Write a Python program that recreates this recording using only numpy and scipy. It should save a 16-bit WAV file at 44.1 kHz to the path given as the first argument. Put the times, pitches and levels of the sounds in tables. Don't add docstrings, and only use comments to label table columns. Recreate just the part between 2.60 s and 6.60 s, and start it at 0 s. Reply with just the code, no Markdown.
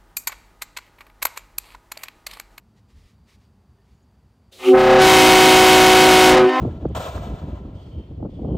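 import sys
import numpy as np
from scipy import signal
from scipy.fft import rfft, irfft, next_fast_len
from scipy.io import wavfile

SR = 44100
rng = np.random.default_rng(int(sys.argv[2]) if len(sys.argv) > 2 else 0)


def output_pcm(signal):
    pcm = np.clip(np.atleast_2d(signal).T, -1, 1) * 32767
    wavfile.write(sys.argv[1], SR, np.round(pcm).astype(np.int16))


N = 176400
TIME_S = np.arange(N) / SR


def amp(db):
    return 10 ** (np.asarray(db) / 20)


def in_time(rows):
    t_s, *columns = np.transpose(rows)
    return [np.interp(TIME_S, t_s, column) for column in columns]


def rms_one(x):
    return x / np.sqrt(np.mean(x ** 2))


def white():
    return rng.standard_normal(N)


def drift(rate_hz):
    pole = np.exp(-2 * np.pi * rate_hz * 40 / SR)
    noise = rng.standard_normal(N // 40 + 2002)
    slow = signal.lfilter([1], [1, -2 * pole, pole * pole], noise)[2000:]
    return np.interp(np.arange(N) / 40, np.arange(len(slow)), rms_one(slow))


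def filtered(x, spectrum):
    hz, db = np.transpose(spectrum)
    size = next_fast_len(N + SR)
    log_f = np.log(np.arange(size // 2 + 1) * SR / size + 1)
    gain = amp(np.interp(log_f, np.log(hz), db))
    return irfft(rfft(x, size) * gain, size)[:N]


def coloured(x, spectrum):
    return rms_one(filtered(x, spectrum))


def band(x, low_hz, high_hz):
    return signal.sosfilt(signal.butter(2, [low_hz, high_hz], "band", fs=SR, output="sos"), x)


def swells(rows):
    return sum(amp(db) * np.exp(-8 * ((TIME_S - start_s) / length_s - .5) ** 2)
               for start_s, length_s, db in rows)


# f/Hz, relative level/dB
AIR_COLOUR = [(15, -51), (25, -37), (58, 5), (119, -1), (169, -9.5), (198, -2.5), (340, -18.5), (378, -15),
              (567, -22.5), (871, -21), (2120, -34), (4620, -38.5), (15500, -49)]
AIR_DB, RUMBLE_SWELL_DB = -55.5, 2


def traffic_and_air():
    air = amp(AIR_DB) * coloured(white(), AIR_COLOUR)
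    swell = amp(RUMBLE_SWELL_DB * drift(8)) - 1
    return air + swell * band(air, 25, 370)


# t/s, level/dB
INSECT_LEVEL = [(0., -87), (.7, -81), (.95, -85), (2.0, -83.5)]
INSECT_HZ, INSECT_WIDTH_HZ = 4670, 250


def insects():
    half_hz = INSECT_WIDTH_HZ / 2
    tone = rms_one(band(white(), INSECT_HZ - half_hz, INSECT_HZ + half_hz))
    return amp(in_time(INSECT_LEVEL)[0] + 2 * drift(20)) * tone


# start t/s, length/s, level/dB
GRAVEL_SCUFFS = [(.15, 0.064, -68), (.28, 0.055, -67), (.31, 0.15, -66.5), (.4, 0.16, -66),
                 (.66, 0.076, -61.5), (.71, 0.062, -63), (.76, 0.13, -70.5), (1.2, 0.21, -73)]
# f/Hz, relative level/dB
GRAVEL_COLOUR = [(530, -44.5), (900, -7), (1260, -4), (1450, -14), (1800, -3), (4880, -7.5), (7590, -14),
                 (15500, -25)]


def gravel():
    grains = white() * amp(2.4 * rng.exponential(1, N))
    return swells(GRAVEL_SCUFFS) * coloured(grains, GRAVEL_COLOUR)


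# start t/s, length/s, level/dB
WIND_PUFFS = [(.33, 0.064, -45), (.37, 0.057, -48.5), (.43, 0.044, -44)]


def wind():
    return swells(WIND_PUFFS) * rms_one(band(white(), 32, 74))


# f/Hz, relative level/dB, t60/s
CLINK_MODES = [(1800, -3, .25), (680, 0., .1), (400, 6, .12), (2650, -12, .08), (3420, -13, .08),
               (2950, -12, .15)]
CLINK_S, CLINK_DB, CLINK_RISE_S = 1.178, -66, .008


def clink():
    t = np.maximum(TIME_S - CLINK_S, 0)
    ringing = sum(amp(CLINK_DB + db - 60 * t / t60_s) * np.sin(2 * np.pi * hz * t)
                  for hz, db, t60_s in CLINK_MODES)
    return ringing * np.minimum(t / CLINK_RISE_S, 1)


# start t/s, length/s, level/dB
BIRD_CHIRPS = [(1.335, .03, -79), (1.375, .025, -79), (1.415, .035, -78)]
CHIRP_HZ = 6800


def bird():
    return swells(BIRD_CHIRPS) * rms_one(band(white(), CHIRP_HZ - 300, CHIRP_HZ + 300))


def air_noise(level, colour):
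    level_db, = in_time(level)
    gate = (TIME_S > level[0][0]) * (TIME_S < level[-1][0])
    return amp(level_db + drift(18)) * gate * coloured(white(), colour)


# t/s, level/dB
VALVE_LEVEL = [(1.915, -67), (1.925, -49.5), (1.97, -50), (2.02, -43.5), (2.1, -32), (2.2, -4), (2.38, -7),
               (2.45, -38)]
# f/Hz, relative level/dB
VALVE_SPECTRUM = [(180, -37), (300, -1), (543, 0), (731, -9), (907, -18), (1070, -17), (1970, -13),
                  (3810, -2), (4800, -10), (6460, -12), (15500, -20.5)]


def valve_hiss():
    return air_noise(VALVE_LEVEL, VALVE_SPECTRUM)


# t/s, level/dB
RUSH_LEVEL = [(1.97, -77), (2.0, -47), (2.04, -31.5), (2.08, -29.5), (2.13, -22), (2.38, 0), (2.43, -34),
              (3.7, -11), (3.8, 7), (3.9, -6.5)]
# f/Hz, relative level/dB
RUSH_SPECTRUM = [(530, -12), (900, 8), (1050, -31), (1160, 12), (1260, 6), (1730, -11), (2360, 5),
                 (3030, 6.5), (4660, -43), (6650, -18), (15500, -32)]


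def bell_rush():
    return air_noise(RUSH_LEVEL, RUSH_SPECTRUM)


WAVER_HZ, WAVER_DB = .25, .5
TOP_FALL_DB = 6.5
DULL_BEND = 1.348


def bell(pitch, blow, tone, root_db=0):
    hz, = in_time(pitch)
    level_db, dull_db = in_time(blow)
    phase = 2 * np.pi * np.cumsum(hz + WAVER_HZ * drift(14.9)) / SR
    multiple, tone_db = np.transpose(tone)
    out = np.zeros(N)
    for m in range(1, 33):
        partial_db = np.interp(m, multiple, tone_db - tone_db[0])
        partial_db = partial_db - TOP_FALL_DB * max(m - multiple[-1], 0) + root_db * (m == 1)
        partial_db = partial_db - dull_db * np.log2(m) ** DULL_BEND
        out += amp(partial_db) * np.sin(m * phase + rng.uniform(0, 2 * np.pi))
    gate = (TIME_S > blow[0][0]) * (TIME_S < blow[-1][0])
    return out * amp(level_db + WAVER_DB * drift(7.3)) * gate


# t/s, f/Hz
HIGH_BELL_PITCH = [(2.03, 375.8), (2.4, 375.4), (2.47, 378), (2.55, 375.5), (2.66, 373.7), (3.0, 373.1),
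                   (3.52, 372.8), (3.68, 370.8), (3.8, 372.6), (3.95, 372)]
# t/s, level/dB, overtone dulling at one octave/dB
HIGH_BELL_BLOW = [(1.97, -62, 11), (2.03, -34, 13), (2.09, -3, 25.5), (2.141, 19, 10), (2.2, 26.5, 5),
                  (2.38, 24, 3), (2.422, 33, 0.5), (3.7, 32, 0.5), (3.78, 29, 7), (3.86, 24, 11.5),
                  (3.9, 13.5, 11), (3.95, -9, 9)]
# multiple of f, level/dB (used re first row)
HIGH_BELL_TONE = [(1, 2), (2, 0.5), (3, -10), (4, -18), (5, -33), (6, -13), (7, -17), (8, -8), (9, -23),
                  (10, -13), (11, -39), (12, -23)]


def high_bell():
    return bell(HIGH_BELL_PITCH, HIGH_BELL_BLOW, HIGH_BELL_TONE)


# t/s, f/Hz
LOW_BELL_PITCH = [(2.05, 261.4), (2.4, 261.0), (2.47, 261.7), (2.65, 260.2), (3.0, 259.7), (3.52, 259.3),
                  (3.66, 258.3), (3.9, 258.4)]
# t/s, level/dB, overtone dulling at one octave/dB
LOW_BELL_BLOW = [(1.99, -64, -3), (2.051, -40.5, 0.5), (2.102, -12.5, 16), (2.142, 11, 4), (2.198, 20.5, 3),
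                 (2.381, 23.5, 4.5), (2.5, 18.5, -1), (3.65, 18, 1), (3.779, 25, 2.5), (3.86, 13, 8),
                 (3.92, -40, 1)]
# multiple of f, level/dB (used re first row)
LOW_BELL_TONE = [(1, -2.5), (2, 3), (3, -1.5), (4, -3.5), (5, -9.5), (6, -13.5), (7, -10), (8, -3),
                 (9, -14), (10, -12.5), (11, -34.5), (12, -22.5)]
# t/s, level/dB
LOW_BELL_ROOT = [(2.12, 4), (2.17, -11), (2.4, -12.5), (2.5, 0.), (3.68, 2.5), (3.8, -13), (3.87, 1.5)]


def low_bell():
    return bell(LOW_BELL_PITCH, LOW_BELL_BLOW, LOW_BELL_TONE, *in_time(LOW_BELL_ROOT))


# t/s, f/Hz
MID_BELL_PITCH = [(2.44, 320), (2.5, 316.8), (2.61, 315.3), (2.82, 314.7), (3.5, 314.2), (3.66, 312.0),
                  (3.9, 312.2)]
# t/s, level/dB, overtone dulling at one octave/dB
MID_BELL_BLOW = [(2.38, -26, 11), (2.44, 25, 1.5), (2.49, 27, -0.5), (3.0, 25, -1), (3.65, 26, -0.5),
                 (3.74, 26, 1.5), (3.82, -3, 8), (3.9, -37, -5)]
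# multiple of f, level/dB (used re first row)
MID_BELL_TONE = [(1, -1), (2, -12.5), (3, -2.5), (4, -14.5), (5, -16.5), (6, -21), (7, -7.5), (8, -9.5),
                 (9, -13), (10, -10), (11, -20.5), (12, -20)]


def mid_bell():
    return bell(MID_BELL_PITCH, MID_BELL_BLOW, MID_BELL_TONE)


BELL_SEND_DB = [-14, -29, -28.5]
# f/Hz, gain/dB
ECHO_SPECTRUM = [(255, -11.5), (315, -4.5), (375, -11.5), (520, -12), (630, 2.5), (760, -2.5), (940, -6),
                 (1040, -1), (1300, -5), (1560, -4.5), (1810, 0.5), (2070, -13.5), (2600, -9), (4000, -6),
                 (8000, 33), (15000, 10)]
# delay/s, level/dB
REFLECTIONS = [(.17, -15.5), (.26, 3), (.41, -3.5)]


def echoes(low, mid, high):
    far = filtered(amp(BELL_SEND_DB) @ np.array([low, mid, high]), ECHO_SPECTRUM)
    far = far * (TIME_S > LOW_BELL_BLOW[0][0])
    return sum(amp(db) * np.pad(far, (int(delay_s * SR), 0))[:N] for delay_s, db in REFLECTIONS)


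# t/s, level/dB
AFTER_LEVEL = [(3.8, -30), (3.9, -7.5), (4.05, -2.5)]
# f/Hz, relative level/dB
AFTER_SPECTRUM = [(150, -36.5), (250, -18), (450, -18), (755, -6), (852, -18), (1030, -1), (1160, -18),
                  (1850, -9), (15500, -52)]


def after_hiss():
    return air_noise(AFTER_LEVEL, AFTER_SPECTRUM)


def scene():
    yard = traffic_and_air() + insects() + gravel() + wind() + clink() + bird()
    air = valve_hiss() + bell_rush() + after_hiss()
    high, low, mid = high_bell(), low_bell(), mid_bell()
    horn = high + low + mid + echoes(low, mid, high)
    return np.tile(yard + air + horn, (2, 1))


def gain_control(x, aim_db, attack_s, release_db_per_s, ahead_s=0):
    over_db = np.maximum(20 * np.log10(np.abs(x).max(0) + 1e-9) - aim_db, 0)
    slope_db = release_db_per_s * TIME_S
    held_db = np.maximum.accumulate(over_db + slope_db) - slope_db
    pole = np.exp(-1 / (attack_s * SR))
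    cut_db = signal.lfilter([1 - pole], [1, -pole], held_db)
    ahead = int(ahead_s * SR)
    return x * amp(-np.pad(cut_db, (0, ahead), "edge")[ahead:])


OVERLOAD_DB, KNEE = 18.5, 5
COUPLING_HZ, CUTOFF_HZ = 40, 15750


def record(dry):
    drive = dry / amp(OVERLOAD_DB)
    clipped = amp(OVERLOAD_DB) * drive / (1 + np.abs(drive) ** KNEE) ** (1 / KNEE)
    coupled = signal.lfilter(*signal.butter(1, COUPLING_HZ, "high", fs=SR), clipped)
    slow = gain_control(coupled, aim_db=-7, attack_s=.05, release_db_per_s=36)
    fast = gain_control(slow, aim_db=-2.04, attack_s=.0011, release_db_per_s=57.3, ahead_s=.0035)
    return signal.sosfilt(signal.ellip(14, .3, 70, CUTOFF_HZ, fs=SR, output="sos"), fast)


dry = scene()
out = record(dry)
output_pcm(out)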